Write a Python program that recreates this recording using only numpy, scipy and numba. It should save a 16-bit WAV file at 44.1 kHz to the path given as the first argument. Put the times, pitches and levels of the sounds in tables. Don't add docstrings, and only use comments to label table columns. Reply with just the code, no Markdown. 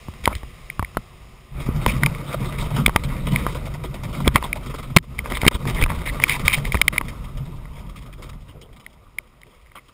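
import sys
import numpy as np
from scipy import signal
from scipy.io import wavfile
from scipy.ndimage import uniform_filter1d
from numba import njit

SR = 44100
rng = np.random.default_rng(int(sys.argv[2]) if len(sys.argv) > 2 else 0)


def boost_factor(decibels):
    exponent = np.asarray(decibels, float) / 20
    return 10 ** exponent


def put_to_file(sound):
    columns = np.atleast_2d(sound).T
    safe = np.clip(columns, -1, 1)
    whole_steps = np.round(safe * 32767)
    wavfile.write(sys.argv[1], SR, whole_steps.astype(np.int16))


N = 437912

# time_s, level_db
AIR_RUSH = [(0, -48), (.7, -49.5), (1.5, -54), (4.9, -52.5), (7.2, -54), (8.8, -64), (9.93, -60)]
# centre_hz, width_hz, level_db
VENT_BANDS = [(363, 30, -7), (465, 100, -7), (698, 370, -4.5), (1040, 83, -7), (1190, 220, -3),
              (2060, 700, -2), (2590, 770, -4.5), (3260, 920, -5), (3840, 520, -10), (5180, 1800, -4.5),
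              (4920, 160, -10.5)]

# time_s, wheel_load_db, cockpit_shaking_db
GROUND_RUN = [(0, -41, -66), (1.5, -46, -55), (1.56, -29, -40), (1.98, -26.5, -34), (2.25, -41, -37.5),
              (2.6, -29, -38), (3.2, -27, -39), (3.43, -29.5, -33), (3.75, -31.5, -44.5),
              (4.25, -32.5, -39), (4.92, -32.5, -46.5), (5.08, -35.5, -50.5), (5.4, -30, -38),
              (6.4, -28.5, -36), (7.05, -30.5, -45), (8.3, -38.5, -54), (8.9, -49.5, -56),
              (9.93, -56, -62.5)]
# crest_s, rise_s, heave_db, fork_db
RUT_EVENTS = [(.296, 0.18, -31, -37), (0.803, 0.036, -25, -37), (.976, 0.087, -43, -37),
              (1.8, 0.13, -35, -24), (2.06, 0.21, -24, -19), (2.42, 0.33, -38.5, -28),
              (2.62, 0.3, -26, -45), (2.812, 0.13, -47, -16), (2.87, 0.037, -25.5, -21),
              (3.35, 0.27, -25, -20), (4.24, 0.37, -33.5, -23.5), (4.285, 0.016, -12, -22),
              (4.36, 0.028, -16, -36), (4.95, 0.016, -41, -30), (5.001, 0.044, -18, -19),
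              (5.48, 0.022, -19, -19.5), (5.55, 0.026, -10, -27), (5.67, 0.1, -38, -23),
              (5.85, 0.15, -15, -31), (5.97, 0.088, -23, -46), (6.45, 0.064, -19.5, -28),
              (6.76, 0.052, -26, -34), (8.35, 0.061, -39, -38), (9.46, 0.046, -57, -49)]
# centre_hz, width_hz, level_db
HEAVE_BANDS = [(34.3, 28.4, 0), (61, 26, -1), (91, 16, -7.5)]
# centre_hz, width_hz, level_db
FORK_BANDS = [(113, 24, -8.5), (136.4, 30.5, 1), (158, 51, -4), (215, 95, -6.5)]

# centre_hz, width_hz, level_db
PANEL_BANDS = [(215, 61, -0.5), (294, 96, -0.5), (360, 44.6, -2), (463, 83, -2), (599, 130, -0.5),
               (963, 120, -1.5), (1211, 130, 0), (1463, 300, -7.5)]
# centre_hz, width_hz, level_db
CASE_BANDS = [(2108, 610, 0.5), (2600, 730, -9), (3077, 470, -7), (3743, 430, -6.5), (4300, 430, -17.5),
              (5185, 1800, -8)]
# centre_hz, width_hz, level_db
TRIM_BANDS = [(3270, 430, 3.5), (5140, 730, -1.5)]
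# start_s, length_s, rattle_db, drum_db
STRAP_SCRAPES = [(.238, 0.021, -27, -33), (.29, 0.048, -39, -33.5), (.351, 0.03, -32.5, -47),
                 (1.6, 0.051, -32.5, -37.5), (1.876, 0.055, -21, -26), (2.404, 0.076, -34, -38),
                 (2.584, 0.096, -29, -33), (2.763, 0.058, -28, -25), (3.316, 0.1, -30.5, -32.5),
                 (4.128, 0.076, -32, -32), (4.342, 0.023, -26, -42), (4.362, 0.022, -23, -26),
                 (4.435, 0.036, -26, -29), (4.66, 0.032, -33.5, -31.5), (5.243, 0.067, -36.5, -33),
                 (5.3, 0.084, -28.5, -31.5), (5.511, 0.06, -18, -19.5), (5.672, 0.045, -22, -25),
                 (5.545, 0.017, -13, -18), (5.745, 0.12, -31, -30), (5.813, 0.025, -17, -19.5),
                 (6.057, 0.057, -28, -38.5), (6.218, 0.14, -25, -35), (6.28, 0.099, -18, -37),
                 (6.452, 0.075, -21.5, -28.5), (6.526, 0.032, -14.5, -28), (6.565, 0.042, -25, -33),
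                 (6.66, 0.048, -31, -33.5), (6.722, 0.08, -28.5, -38), (6.927, 0.062, -32.5, -35),
                 (7.754, 0.074, -44, -46), (7.959, 0.039, -37, -50), (8.222, 0.025, -32, -40),
                 (8.02, 0.025, -45, -52), (8.18, 0.045, -51, -47), (8.25, 0.038, -46, -47),
                 (8.33, .03, -51, -49), (8.405, 0.027, -49, -54), (8.49, 0.039, -51, -45.5),
                 (9.5, .08, -56, -55), (9.752, 0.038, -46.5, -40.5)]
# start_s, rattle_db
TUSSOCK_HITS = [(1.66, -32), (1.76, -40), (2.273, -39), (2.326, -25.5), (2.523, -33), (2.705, -32),
                (2.997, -53), (3.035, -29), (3.268, -27), (3.548, -28), (3.656, -31), (3.739, -31.5),
                (3.837, -29), (3.941, -31.5), (4.034, -30), (4.201, -31), (4.256, -27.5), (4.475, -37),
                (4.555, -29.5), (4.632, -42), (4.695, -34), (4.739, -29), (4.783, -30.5), (4.827, -33),
                (4.9, -40), (5.027, -32.5), (5.182, -32.5), (5.409, -27.5), (5.443, -25), (5.894, -30.5),
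                (5.944, -33), (6.01, -42), (6.394, -27), (6.641, -32.5), (7.051, -39), (7.081, -33)]
# start_s, rattle_db
STUBBLE_HITS = [(7.241, -38.5), (7.286, -49), (7.37, -36.5), (7.453, -40), (7.558, -45), (7.729, -48),
                (7.789, -42), (7.864, -47), (7.893, -40), (8.06, -43), (8.126, -39.5), (8.29, -35),
                (8.479, -47), (8.613, -41), (8.728, -48), (8.762, -42), (8.797, -37.5), (8.842, -53),
                (8.898, -54), (8.929, -49.5), (9.041, -58.5), (9.268, -57.5), (9.545, -54), (9.612, -56),
                (9.466, -53), (9.883, -44.5)]

# start_s, length_s, level_db, pitch_hz
STRAP_CREAKS = [(0.297, 0.024, -32, 1060), (0.327, 0.014, -34, 2200), (0.349, 0.007, -37, 4020),
                (1.88, 0.027, -28, 2270), (2.269, 0.044, -44, 3600), (2.45, .04, -43, 3670),
                (2.59, 0.058, -40.5, 3650), (3.035, 0.014, -37.5, 3750), (3.842, .03, -47, 3350),
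                (4.138, .02, -36, 2080), (4.241, 0.05, -37.5, 2150), (4.362, 0.02, -24, 2200),
                (4.438, 0.015, -30.5, 990), (4.437, 0.011, -34.5, 3470), (4.78, .012, -38, 1200),
                (5.33, 0.047, -31, 2150), (5.343, 0.037, -34, 3500), (5.531, 0.027, -29, 3320),
                (5.758, 0.057, -31.5, 2080), (5.795, 0.036, -32, 3280), (5.889, 0.019, -27, 2000),
                (6.054, 0.049, -28.5, 2060), (6.083, 0.017, -37, 3670), (6.154, 0.028, -43, 1200),
                (6.263, 0.045, -31, 1210), (6.3, 0.052, -24, 2220), (6.34, 0.033, -32, 1000),
                (6.492, 0.032, -26, 2230), (6.533, 0.02, -21.5, 2300), (6.922, 0.053, -34, 2100),
                (7.96, .025, -52, 2470), (8.008, 0.027, -56, 3300), (8.052, .02, -50, 1180),
                (8.102, 0.037, -55, 1190), (8.124, .025, -53, 3250), (8.175, 0.067, -48, 450),
                (8.222, 0.015, -45, 1190), (8.285, 0.036, -48, 1174), (8.483, 0.033, -54, 2970),
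                (8.525, 0.21, -52.5, 447), (8.612, 0.012, -51, 5200), (8.618, 0.041, -55.5, 3180),
                (9.455, 0.037, -54, 396), (9.751, 0.029, -40, 1150), (9.754, 0.021, -42, 3020),
                (9.756, 0.037, -45, 2170), (9.883, 0.022, -56, 1200)]

# start_s, shell_db, pitch_hz, knock_db
MOUNT_TAPS = [(0.269, -47, 2080, -30), (1.7625, -38, 3700, -33), (2.0675, -42, 2100, -22),
              (2.1489, -24.5, 2200, -45), (2.3286, -36, 2350, -39), (3.5472, -30, 2370, -51),
              (3.8378, -31, 2380, -38), (4.1503, -30, 2180, -42), (4.271, -28, 2100, -25),
              (4.288, -32, 1700, -26), (4.2775, -10.5, 2250, -38), (4.982, -22, 2200, -31.5),
              (5.3004, -26.5, 2140, -41), (5.3515, -20, 2080, -37), (5.5316, -22, 3600, -38),
              (5.549, -16, 3250, -22), (5.654, -36, 1900, -26), (5.6767, -40, 2060, -37),
              (5.8127, -23, 3250, -32), (5.8813, -36, 1900, -35), (5.902, -33, 2500, -22),
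              (5.918, -40, 1500, -25), (6.017, -32, 2080, -34), (6.0743, -20.5, 2140, -30),
              (6.223, -22, 2000, -36), (6.284, -20.5, 2180, -35), (6.3526, -23, 2280, -40),
              (6.497, -16, 2320, -36), (6.5192, -16, 2390, -29), (6.531, -17.5, 3080, -28),
              (6.5835, -24, 1970, -32), (6.7526, -17, 2380, -23), (6.9612, -36, 1900, -28),
              (8.3313, -42, 2000, -57), (8.6904, -50, 2100, -57), (9.4676, -51, 2400, -54),
              (9.6697, -49, 2150, -62), (9.6986, -51, 2300, -62), (.949, -55, 1500, -42),
              (2.0345, -13.5, 1530, -32), (0.972, -28, 1580, -40), (2.8618, -2, 3500, -19.5),
              (4.2772, -9.5, 3390, -40), (2.9612, -15, 2550, -40)]
# start_s, shell_db, pitch_hz, crack_db
SHELL_TICKS = [(.256, -8, 2190, -18), (0.7003, -16.5, 2170, -38), (.847, -19.5, 2100, -41),
               (2.061, -6.5, 2300, -18.5), (2.8617, 3.5, 2240, -9), (3.3599, -7, 2190, -24),
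               (4.5293, -8.5, 2265, -28.5), (4.985, -3, 1930, -9.5), (5.1898, -11.5, 2170, -30),
               (5.4158, -15, 2200, -26), (5.465, -5, 2220, -26), (5.4795, 11.5, 2190, 9),
               (5.8242, -8.5, 2250, -27), (5.8382, -5, 2370, -17.5), (6.2379, 5.5, 2310, -13),
               (6.2952, -6, 2230, -18), (6.317, -14, 2240, -34), (6.48, 2, 2260, -11),
               (6.5364, -7, 2290, -35), (6.543, -11, 2240, -15), (6.6526, -18, 2100, -29),
               (6.7208, -12.5, 2250, -31), (6.771, -18, 1970, -35), (6.815, -0.5, 2225, -8),
               (6.8807, 2, 2216, -9), (6.9805, -4, 2215, -19.5), (8.8637, -25, 2060, -43),
               (9.185, -13, 2210, -32.5), (9.416, -47.5, 1970, -46.5), (9.433, -34.5, 2110, -56)]
# start_s, knock_db, shell_db, crack_db
HOLLOW_KNOCKS = [(0.0841, -33.5, -51, -64), (0.138, -41, -44, -52), (0.2763, -8, -26, -49),
                 (0.3515, -39, -28, -35.5), (0.432, -35, -43, -48), (0.7943, -18, -45, -59),
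                 (.826, -24, -28, -48), (0.9706, -18, -29, -56), (1.8626, -11.5, -13.5, -20.5),
                 (2.034, -16, -6, -27), (2.7666, -27.5, -39, -34), (2.8806, -22, -18, -25),
                 (2.8944, -14.5, -26, -47), (2.9612, -8.5, -8, -16), (3.466, -15.5, -33, -38),
                 (4.2777, -15, -28, -16.5), (4.358, -7, -5.5, -16.5), (4.365, -16.5, -20, -44),
                 (4.426, -23, -42, -48), (5.2587, -25, -43, -55), (5.321, -23.5, -22, -29.5),
                 (5.371, -26.5, -25, -25), (5.4345, -25.5, -24.5, -40), (5.4515, -19.5, -15.5, -33.5),
                 (5.4748, -25.5, -8, -23), (5.862, -19, -25, -47), (6.2, -23, -17.5, -35),
                 (6.7445, -15.5, -13, -39), (7.012, -21, -25, -47)]
# start_s, shell_db, pitch_hz, knock_db, crack_db
SLAM_BLOWS = [
    (4.9638, 8.002, 2527, 2, 4.5),
    (4.9694, 8, 2157, -7, -9.5),
]
# start_s, level_db
BUCKLE_TICKS = [(7.6546, -38), (9.661, -48.5), (9.7174, -42.5)]
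# pitch_hz, level_db, t60_s
HOLLOW_MODES = [(643, -8, 0.022), (990, 4.5, 0.016), (1170, 1, 0.026), (1490, -6, .012)]
# pitch_hz, level_db, t60_s
SHARP_MODES = [(2690, -4, 0.0053), (3128, 4.5, 0.0093), (3608, 3, 0.0077), (4130, -3, 0.0035),
               (5007, -1, 0.008)]

# start_s, push_db, contact_ms, direction, swing_db
MOUNT_JABS = [(.085, -18, 3.2, -1, -23), (.2759, -7, 1.2, -1, -15.5), (0.3538, -21, 7.3, -1, -30),
              (0.357, -15, 11.4, 1, -21), (.433, -28, 2.2, -1, -25), (0.7943, -16.5, 2, -1, -16.5),
              (0.827, -14, 0.6, -1, -21), (0.9706, -6, 0.76, -1, -24), (1.689, -9.5, 2.34, 1, -12),
              (1.865, -5.5, 1.26, 1, -14), (2.034, -15, 2.1, -1, -26), (2.88, -1.5, 1.2, 1, -9.5),
              (2.9602, -4.5, 1.5, 1, -13), (3.466, -10.5, 0.86, -1, -19), (4.2754, -0.5, 1.6, 1, -7),
              (4.3544, -6.5, 2.8, 1, -17), (5.433, -8.5, 0.84, -1, -15), (5.465, 0.5, 2.33, 1, -19.5),
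              (5.478, 0.5, 1.8, 1, -12.5), (5.551, -6, 2.26, 1, -7), (5.6545, -22, 1.7, 1, -32),
              (5.661, -14.5, 3.3, 1, -28), (5.667, -11, 2.5, 1, -26), (5.827, -6.5, 6.5, 1, -14),
              (5.836, -11, 2.9, -1, -10), (6.446, -13, 13.5, 1, -30), (6.459, -11.5, 9, -1, -23.5),
              (6.584, -16.5, 12, -1, -34), (6.7438, -9.5, 4.1, -1, -10.5), (6.7522, -10, 1.7, 1, -21.5),
              (7.0113, -16, 1.8, 1, -28)]
# pitch_hz, level_db, t60_s
MOUNT_MODES = [(54.2, 6.5, 0.082), (130, -14, 0.04)]
# start_s, level_db
HULL_SLAM = (4.9636, 9.7)
# pitch_hz, level_db, t60_s
HULL_MODES = [(168, 4, 0.059), (365, -10.5, 0.064)]


def level(x):
    return x / np.sqrt(np.mean(x ** 2))


def curves(table):
    time_s, *columns_db = np.transpose(table)
    return [boost_factor(np.interp(np.arange(N) / SR, time_s, c)) for c in columns_db]


def walk(rate_hz):
    hold = int(SR / rate_hz)
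    steps = np.repeat(rng.standard_normal(N // hold + 1), hold)
    return 1.15 * uniform_filter1d(uniform_filter1d(steps, hold), hold)[:N]


def body(x, bands, order=1, patchy_db=0., rate_hz=25):
    out = 0
    for k, (hz, width_hz, db) in enumerate(bands):
        y = x
        for _ in range(order):
            y = signal.lfilter(*signal.iirpeak(hz, hz / width_hz, SR), y)
        gain = (-1) ** k * boost_factor(db + patchy_db * walk(rate_hz))
        out = out + gain * y * np.sqrt(order * SR / (np.pi * width_hz))
    return out / np.sqrt(sum(boost_factor(2 * band[2]) for band in bands))


def jolts(rate_hz, spread_db, bed):
    hit = rng.random(N) < rate_hz / SR
    size = boost_factor(spread_db * np.minimum(rng.exponential(size=N), 4))
    size = size * rng.choice([-1, 1], N)
    return level(hit * size) + bed * rng.standard_normal(N)


def ring(modes, push_s, t, detune):
    y = 0
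    for (hz, db, t60_s), d in zip(modes, detune):
        y = y + boost_factor(db) * np.sin(2 * np.pi * hz * d * t) * np.exp(-np.log(1000) * t / t60_s)
    y = y * np.minimum(t / push_s, 1)
    return y / np.abs(y).max()


def air():
    noise = rng.standard_normal(N)
    return curves(AIR_RUSH)[0] * body(noise, VENT_BANDS, order=2, patchy_db=0.7, rate_hz=11)


def ruts():
    depth_db, fall_share = 15.5, 0.62
    t = np.arange(N) / SR
    out = np.zeros((2, N))
    for crest_s, rise_s, *db in RUT_EVENTS:
        i = max(int((crest_s - 2 * rise_s) * SR), 0)
        j = int((crest_s + 2 * rise_s) * SR)
        past_s = t[i:j] - crest_s
        down_db = depth_db * np.maximum(-past_s, past_s / fall_share) / rise_s
        out[:, i:j] += boost_factor(np.array(db)[:, None] - down_db) ** 2
    return out


def hull():
    fork_db, fork_slope = -37.5, 1.12
    load = curves(GROUND_RUN)[0]
    steady = np.array([load, boost_factor(fork_db) * (load / boost_factor(-32)) ** fork_slope])
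    heave, fork = np.sqrt(steady ** 2 + ruts())
    low = body(jolts(rate_hz=48, spread_db=1.5, bed=0.96), HEAVE_BANDS, patchy_db=1.5, rate_hz=12)
    mid = body(jolts(rate_hz=83, spread_db=2.5, bed=0.63), FORK_BANDS, order=2, patchy_db=3.0, rate_hz=18)
    tyre = signal.butter(3, 330, fs=SR, output="sos")
    return signal.sosfilt(tyre, heave * low + 0.87 * fork * mid)


def bumps():
    tufts = [(s, 0.026, db, db - 0.5) for s, db in TUSSOCK_HITS]
    stubble = [(s, 0.017, db, db - 8.5) for s, db in STUBBLE_HITS]
    return STRAP_SCRAPES + tufts + stubble


def scuffs():
    out = np.zeros((2, N + SR))
    for start_s, length_s, rattle_db, drum_db in bumps():
        t = np.arange(int((length_s + .06) * SR)) / SR
        swell = np.minimum(t / (0.00093 + 0.033 * length_s), 1)
        fade = np.exp(-.95 * t / length_s - np.maximum(t - 0.9 * length_s, 0) / 0.0079)
        gain = boost_factor(np.array([[drum_db + 2.0], [rattle_db + 2.0]]))
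        i = int((start_s - 0.041 * length_s) * SR)
        out[:, i:i + len(t)] += (gain * swell * fade) ** 2
    return np.sqrt(out[:, :N])


def cockpit():
    hiss_db, hiss_slope = -43, 1.34
    drum = curves(GROUND_RUN)[1]
    hiss = boost_factor(hiss_db) * (drum / boost_factor(-40.5)) ** hiss_slope
    bump_drum, bump_rattle = scuffs()
    flutter = walk(55)

    panels = drum * jolts(rate_hz=900, spread_db=1.5, bed=1.7) * boost_factor(1.8 * flutter)
    panel_grain = jolts(rate_hz=900, spread_db=3.0, bed=0.64) * boost_factor(3.2 * walk(120))
    panels = panels + 1.24 * bump_drum * panel_grain

    case = hiss * jolts(rate_hz=1500, spread_db=2.5, bed=0.7) * boost_factor(2.2 * flutter)
    case_grain = jolts(rate_hz=1500, spread_db=2.5, bed=0.46) * boost_factor(2.0 * walk(200))
    case = case + 0.78 * bump_rattle * case_grain

    trim = boost_factor(-31.5) * bump_rattle ** 0.62 * jolts(rate_hz=2500, spread_db=3.0, bed=0.6)
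    out = body(trim, TRIM_BANDS, order=2, patchy_db=1.0, rate_hz=22)
    out = out + 0.6 * body(panels, PANEL_BANDS, patchy_db=2.5, rate_hz=35)
    return out + 0.39 * body(case, CASE_BANDS, order=2, patchy_db=2.5, rate_hz=37)


def creaks():
    sharpness_q, blur_hz = 8.7, 220
    out = np.zeros(N + SR)
    grains = jolts(rate_hz=1100, spread_db=2.0, bed=0.32) * boost_factor(2.0 * walk(150))
    for start_s, length_s, db, hz in STRAP_CREAKS:
        i = int(start_s * SR)
        t = np.arange(int((length_s + .03) * SR)) / SR
        t = t[:N - i]
        swell = np.minimum(t / (.12 * length_s), 1)
        fade = np.exp(-.8 * t / length_s - np.maximum(t - length_s, 0) / 0.0042)
        width_hz = hz / sharpness_q + blur_hz
        b, a = signal.iirpeak(hz, hz / width_hz, SR)
        y = swell * fade * grains[i:i + len(t)]
        y = signal.lfilter(b, a, signal.lfilter(b, a, y))
        out[i:i + len(t)] += boost_factor(db + 2.0) * y * np.sqrt(2 * SR / (np.pi * width_hz))
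    return out[:N]


def taps():
    return [(s, shell_db, hz, knock_db, shell_db - 17) for s, shell_db, hz, knock_db in MOUNT_TAPS]


def blows():
    hollow_hz = 2060
    ticks = [(s, shell_db, hz, crack_db - 15, crack_db) for s, shell_db, hz, crack_db in SHELL_TICKS]
    hollow = [(s, shell_db, hollow_hz, knock_db, crack_db)
              for s, knock_db, shell_db, crack_db in HOLLOW_KNOCKS]
    buckle = [(s, db, hollow_hz, db - 5, db - 16) for s, db in BUCKLE_TICKS]
    return sorted(ticks + hollow) + SLAM_BLOWS + buckle


def knocks(hits):
    out = np.zeros(N + SR)
    t = np.arange(SR // 20) / SR
    chance = rng.standard_normal((len(hits), 9))
    dust = level(body(rng.standard_normal(N), [(2100, 2200, 0)], order=2))
    for (start_s, shell_db, hz, knock_db, crack_db), c in zip(hits, chance):
        i = int(start_s * SR)
        contact_s = 0.0033 * (1 + 0.085 * c[8])
        touch = np.abs(np.sin(np.pi * (t / contact_s) ** 0.84)) ** 0.83
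        shape = np.where(t < contact_s, touch, 0) + 0.019 * np.exp(-t / 0.0034)
        shell = boost_factor(shell_db) * shape * np.sin(2 * np.pi * hz * t)
        knock = boost_factor(knock_db + 7.5) * ring(HOLLOW_MODES, 0.00035, t, 1 + 0.06 * c[:4])
        crack = boost_factor(crack_db + 8.5) * ring(SHARP_MODES, 0.00057, t, 1 + 0.015 * c[3:8])
        grit_gain = boost_factor(knock_db - 7.5) + boost_factor(crack_db - 2.0)
        grit = grit_gain * np.minimum(t / 0.00026, 1) * np.exp(-t / 0.002) * dust[i:][:len(t)]
        out[i:i + len(t)] += shell - knock + crack + grit
    return out[:N]


def jabs():
    out = np.zeros(N + SR)
    t = np.arange(SR // 6) / SR
    chance = rng.standard_normal((len(MOUNT_JABS), 2))
    for (start_s, push_db, contact_ms, way, swing_db), c in zip(MOUNT_JABS, chance):
        push = np.sin(np.pi * np.minimum(t / (contact_ms / 1000), 1))
        swing = ring(MOUNT_MODES, .002, t, 1 + 0.3 * c)
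        i = int(start_s * SR)
        out[i:i + len(t)] += np.sign(way) * (boost_factor(push_db) * push - boost_factor(swing_db) * swing)
    slam_s, slam_db = HULL_SLAM
    i = int(slam_s * SR)
    out[i:i + len(t)] -= boost_factor(slam_db) * ring(HULL_MODES, 0.00017, t, [1, 1])
    return out[:N]


def scene():
    mono = air() + hull() + cockpit() + creaks() + knocks(taps()) + knocks(blows()) + jabs()
    return np.array([mono, mono])


@njit
def duck(x, top, attack, release, lag, depth):
    y, seen_level = np.empty(len(x)), 0.
    for i in range(len(x)):
        y[i] = x[i] * (top / max(seen_level, top)) ** depth
        seen = abs(x[max(i - lag, 0)])
        seen_level += (seen - seen_level) * (attack if seen > seen_level else release)
    return y


def sample_and_hold(x):
    camera_hz, top_hz = 12000, 15400
    x = signal.sosfilt(signal.butter(5, 5700, fs=SR, output="sos"), x)
    slow = signal.resample_poly(x, camera_hz // 300, SR // 300)
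    held = signal.resample_poly(np.repeat(slow, 4), SR // 300, 4 * camera_hz // 300)[:N]
    held = signal.sosfiltfilt(signal.ellip(6, .1, 35, top_hz, fs=SR, output="sos"), held)
    return np.clip(np.pad(held, (0, N - len(held))), -1, 1)


def roll_off(x):
    return signal.sosfilt(signal.butter(12, 16360, fs=SR, output="sos"), x)


def record(dry):
    ducked = duck(dry[0], 0.26, 0.0059, 0.00037, int(0.0084 * SR), 1.0)
    held = sample_and_hold(np.clip(ducked, -1, 1))
    apart = boost_factor(-45.0) * walk(1500)
    return roll_off(held * np.array([1 + apart, 1 - apart]))


dry = scene()
out = record(dry)
put_to_file(out)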